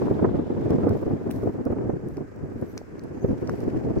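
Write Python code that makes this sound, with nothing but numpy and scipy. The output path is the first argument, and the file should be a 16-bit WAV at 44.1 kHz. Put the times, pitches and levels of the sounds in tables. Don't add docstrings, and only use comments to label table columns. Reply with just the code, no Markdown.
import sys
import numpy as np
from scipy import signal
from scipy.fft import rfft, irfft
from scipy.io import wavfile

SR = 44100
rng = np.random.default_rng(int(sys.argv[2]) if len(sys.argv) > 2 else 0)


def persist_wave(psi):
    counts = np.round(np.clip(psi, -1, 1) * 32767).astype(np.int16)
    wavfile.write(sys.argv[1], SR, np.atleast_2d(counts).T)


N = 176400
TIME = np.arange(N) / SR
EVENT_SIZE = int(0.16 * SR)
EVENT_TIME = (np.arange(EVENT_SIZE) - EVENT_SIZE // 2) / SR


def from_db(db):
    return 10 ** (np.asarray(db) / 20)


def rms_one(x):
    return x / np.sqrt(np.mean(x ** 2) + 1e-20)


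def fader(rows):
    return from_db(np.interp(TIME, *np.transpose(rows)))


def drift(rate_hz):
    hop, settle = 40, 2000
    pole = np.exp(-2 * np.pi * rate_hz * hop / SR)
    white = rng.standard_normal(N // hop + settle + 2)
    slow = signal.lfilter([1], [1, -2 * pole, pole * pole], white)[settle:]
    return np.interp(np.arange(N) / hop, np.arange(len(slow)), rms_one(slow))


def coloured(x, spectrum, mid_db=0, bass_db=0):
    size = x.shape[-1]
    hz = np.arange(size // 2 + 1) * SR / size
    points_hz, points_db = np.transpose(spectrum)
    curve_db = np.interp(np.log(hz + 1e-6), np.log(points_hz), points_db)
    mid = (1 - 1 / (1 + (hz / 745) ** 6)) / (1 + (hz / 1970) ** 4)
    bass = 1 / (1 + (hz / 190) ** 6)
    return irfft(rfft(x) * from_db(curve_db + mid_db * mid + bass_db * bass), size)


def noise(spectrum, grain_db=0):
    flutter = from_db(grain_db * drift(42))
    return rms_one(coloured(flutter * rng.standard_normal((2, N)), spectrum))


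def swell(rise_s, fall_s):
    return np.exp(-np.abs(EVENT_TIME) / np.where(EVENT_TIME < 0, rise_s, fall_s))


def burst(envelope, spectrum, mid_db=0, bass_db=0):
    puff = coloured(envelope * rng.standard_normal((2, len(envelope))), spectrum, mid_db, bass_db)
    return puff * np.sqrt(0.02 * SR / np.sum(puff ** 2, axis=1, keepdims=True))


def add(out, time_s, x):
    start = int(time_s * SR) - x.shape[-1] // 2
    a, b = max(start, 0), min(start + x.shape[-1], N)
    out[:, a:b] += x[..., a - start:b - start]


def air():
    # (frequency [Hz], level [dB])
    spectrum = [(20, 2), (100, 12.5), (300, -3), (700, -29.5), (1000, -10.5), (1600, -8), (2400, -22),
                (3600, -42.5), (5000, -32), (7500, -30.5), (9500, -43), (15500, -53)]
    return from_db(-47.5) * noise(spectrum)


def rumble():
    # (time [s], level [dB])
    gusts = [(0, -26.5), (.3, -24.5), (.45, -28.5), (.62, -29), (.72, -26), (.92, -24), (1.01, -28),
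             (1.38, -28.5), (1.56, -33), (1.85, -25), (2.0, -35), (2.2, -34.5), (2.32, -40), (2.6, -34),
             (2.86, -40), (3.1, -36), (3.32, -30), (3.45, -28), (4.0, -30)]
    # (frequency [Hz], level [dB])
    spectrum = [(20, -46.5), (40, -33.5), (65, -5), (105, 1.5), (180, -1), (260, 3), (400, -0.5), (560, -9),
                (800, -16.5), (1500, -33.5), (2600, -49), (5000, -67), (15000, -105.5)]
    lumps_db = 3 * drift(25.2) + 2 * np.array([drift(93), drift(81)])
    eddies = coloured(from_db(lumps_db) * rng.standard_normal((2, N)), spectrum)
    return fader(gusts) * rms_one(eddies)


def bird():
    # (time [s], length [s], pitch [Hz], glide [Hz], level [dB], octave level [dB])
    notes = [(1.89, 0.04, 6170, -150, -72, -78), (2.135, .03, 6350, -200, -72, -77),
             (2.672, 0.056, 6040, -200, -72, -67), (3.126, 0.075, 6650, -150, -73, -86),
             (3.207, .04, 6170, 248, -59.5, -73), (3.254, .045, 6500, -500, -67, -68.5),
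             (3.395, .03, 6050, 197, -83, -74)]
    out = np.zeros((2, N))
    waver_hz = 126.4 * np.array([drift(162), drift(150)])
    for time_s, length_s, hz, glide_hz, db, octave_db in notes:
        progress = np.clip((TIME - time_s) / length_s, 0, 1)
        phase = 2 * np.pi * np.cumsum(hz + glide_hz * progress + waver_hz, axis=1) / SR
        arch = 2 * np.sqrt(progress * (1 - progress))
        out += arch * (from_db(db) * np.sin(phase) + from_db(octave_db) * np.sin(2 * phase))
    flutter_db = 3 * drift(120)
    return out * from_db(flutter_db)


def contact(spectrum):
    rise_s, max_lag_s = 0.00024, 0.00019
    left = burst(swell(rise_s, fall_s=0.00062), spectrum)[0]
    right = np.roll(left, int(rng.uniform(0, max_lag_s) * SR))
    crackle = from_db(4.5 * drift(120)[:EVENT_SIZE])
    tail = burst(crackle * swell(rise_s, fall_s=0.023), spectrum)
    return np.array([left, right]) + from_db(-13.5) * tail


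def halyard_ticks():
    # (time [s], relative body level [dB], relative top level [dB])
    hits = [(0.7048, -44.5, -57), (0.8916, -44, -53), (1.3055, -54, -57), (1.3105, -39.5, -41.5),
            (1.3603, -53, -55), (1.4356, -54.5, -59), (1.6518, -53, -58), (1.72, -57, -64),
            (2.0853, -59, -61), (2.169, -47, -66), (2.36, -60, -71), (2.6122, -60, -60),
            (2.7765, -31.5, -54), (2.993, -47, -66), (3.0367, -56, -61), (3.4736, -42, -75),
            (3.494, -40, -60), (3.6035, -53, -58), (3.985, -51.5, -79)]
    # (frequency [Hz], level [dB])
    body_spectrum = [(20, -26), (900, -11), (2300, 3), (3300, -15), (4400, 1.5), (4900, -0.5), (5750, 4),
                     (6700, -8.5), (15500, -32.5)]
    # (frequency [Hz], level [dB])
    top_spectrum = [(20, -78), (5000, -30), (8500, -6.5), (10800, -3), (13000, -6), (17000, -1)]
    out = np.zeros((2, N))
    for time_s, body_db, top_db in hits:
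        body = from_db(body_db - 12) * contact(body_spectrum)
        top = from_db(top_db - 2) * contact(top_spectrum)
        add(out, time_s + 0.0015, body + top)
    return out


def cloth_rustle():
    # (time [s], relative level [dB])
    rustle_ride = [(0.03, -59), (0.15, -63), (0.45, -68), (0.7, -62), (1.05, -65.5), (2.2, -72),
                   (3.15, -67), (3.55, -61.5), (4.0, -64.5)]
    swish_ride = [(.08, -63.5), (.72, -67.5), (1.3, -74), (1.6, -86), (3.2, -99), (3.7, -85)]
    hiss_ride = [(.14, -66), (.27, -81.5), (.75, -75), (.95, -63), (1.17, -71), (1.3, -71), (1.32, -54),
                 (1.39, -58.5), (1.5, -68.5), (1.95, -87), (2.1, -67), (2.35, -81), (2.63, -66), (2.8, -64),
                 (2.9, -86), (3.4, -73), (3.6, -63), (3.7, -78)]
    # (frequency [Hz], level [dB])
    rustle_spectrum = [(20, -26), (800, -6), (1700, 13), (2500, 5.5), (3600, -7), (5000, -2), (7000, -7.5),
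                       (9000, -12.5), (15500, -15.5)]
    swish_spectrum = [(500, -38.5), (2400, 1.5), (3500, 6), (5000, -6.5), (9000, -29.5)]
    hiss_spectrum = [(20, -39.5), (4000, -1.5), (8000, -5.5), (10500, -7), (13000, 1.5), (15500, -5.5)]
    rustle = fader(rustle_ride) * noise(rustle_spectrum, grain_db=2)
    swish = fader(swish_ride) * noise(swish_spectrum, grain_db=2)
    hiss = fader(hiss_ride) * noise(hiss_spectrum, grain_db=2.5)
    return from_db(5.5) * rustle + swish + from_db(-4) * hiss


def cloth_snaps():
    # (time [s], relative peak [dB], pan to the left [dB], pitch [Hz])
    snaps = [(.072, -17, 5, 586), (0.112, -11, -3, 300), (0.246, -14, 10, 467), (.395, -18, 5, 257),
             (0.7075, -32, 0, 2000), (0.785, -11.5, -9, 330), (.871, -5, -10, 370), (1.308, -26, 3, 1530),
             (1.31, -38, -2, 2030), (1.46, -9, -2, 290), (1.476, -15.5, 12, 530), (1.669, -10.5, -9, 367),
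             (1.786, -31, -9, 1290), (1.896, -8.5, -5, 298), (2.625, -18, 2, 360), (2.775, -26, -1, 910),
             (2.7775, -33, 0, 1880), (2.8162, -21, -2, 443), (3.248, -7.5, -2.5, 340),
             (3.4952, -13, 0, 1110)]
    sides = np.array([[0.5], [-0.5]])
    ear_turn_rad = 0.99
    out = np.zeros((2, N))
    for time_s, db, pan_db, hz in snaps:
        angle = np.pi * hz * EVENT_TIME
        pulse = signal.hilbert((1 - 2 * angle ** 2) * np.exp(-angle ** 2))
        turn = np.exp(1j * (2 * np.pi * rng.random() + ear_turn_rad * sides))
        add(out, time_s, from_db(db - 5.5 + pan_db * sides) * np.real(turn * pulse))
    return out


def flag_flaps():
    # (time [s], relative level [dB], brightness [dB])
    flaps = [(0.021, -20, -9.5), (0.073, -26.5, -5.5), (0.083, -27.5, 1), (0.113, -17.5, -15),
             (0.193, -23.5, -3.5), (0.227, -19, -17), (0.248, -14.5, -3.5), (0.273, -20.5, -32),
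             (0.288, -28, -9.5), (0.347, -20, -16.5), (0.395, -21, -14.5), (0.471, -30.5, -15),
             (0.505, -21.5, -13.5), (0.661, -20, -18), (0.707, -18, -15.5), (0.72, -20, -11),
             (0.749, -18, -20), (0.786, -28.5, -5.5), (0.834, -25.5, -7), (0.841, -18.5, -19),
             (0.871, -19, -10), (0.885, -26.5, -1), (0.929, -26.5, -21), (0.953, -20, -16.5),
             (1.03, -28, -5), (1.067, -21.5, -21), (1.081, -23.5, -14), (1.135, -19, -25.5),
             (1.274, -28.5, -12), (1.347, -31, -38), (1.434, -23.5, -19), (1.46, -32, -12),
             (1.475, -18.5, -19), (1.497, -24, -13.5), (1.669, -22, -11), (1.707, -21, -16),
             (1.727, -21.5, -10), (1.786, -28.5, -6), (1.812, -30, -17), (1.85, -29, -27),
             (1.869, -25.5, -38), (1.899, -23, -12), (1.939, -23.5, -27), (1.968, -27.5, -24),
             (2.04, -31.5, -19), (2.066, -26, -27), (2.13, -30.5, -53), (2.182, -30.5, -11.5),
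             (2.211, -27.5, -18), (2.437, -26, -43), (2.562, -28.5, -32), (2.626, -23, -15),
             (3.249, -18.5, -19.5), (3.29, -21, -25), (3.312, -21, -32), (3.33, -21, -28),
             (3.428, -23, -15), (3.531, -26.5, -24), (3.633, -26.5, -18), (3.678, -22, -34),
             (3.757, -24.5, -37), (3.772, -23, -23), (3.87, -24, -21), (3.906, -20.5, -19),
             (3.975, -17.5, -21)]
    # (frequency [Hz], level [dB])
    spectrum = [(25, -14.5), (60, -10.5), (110, -1), (190, -2.5), (280, 2), (410, 0.5), (560, -8.5),
                (800, -21), (1500, -34.5), (2600, -51.5), (5000, -82), (15000, -90.5)]
    out = np.zeros((2, N))
    for time_s, db, bright_db in flaps:
        dull_db = -15.5 - bright_db
        stretch = 2 ** (dull_db / 36.5)
        envelope = swell(rise_s=0.0054 * stretch, fall_s=0.0085 * stretch)
        puff = burst(envelope, spectrum, mid_db=16 + bright_db, bass_db=0.6 * dull_db)
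        add(out, time_s, from_db(db - 1.5) * puff)
    return out


def scene():
    return flag_flaps() + cloth_snaps() + rumble() + cloth_rustle() + halyard_ticks() + bird() + air()


def record(dry):
    cutoff_hz = 15900
    return signal.sosfilt(signal.ellip(10, 0.1, 80, cutoff_hz, fs=SR, output="sos"), dry)


dry = scene()
out = record(dry)
persist_wave(out)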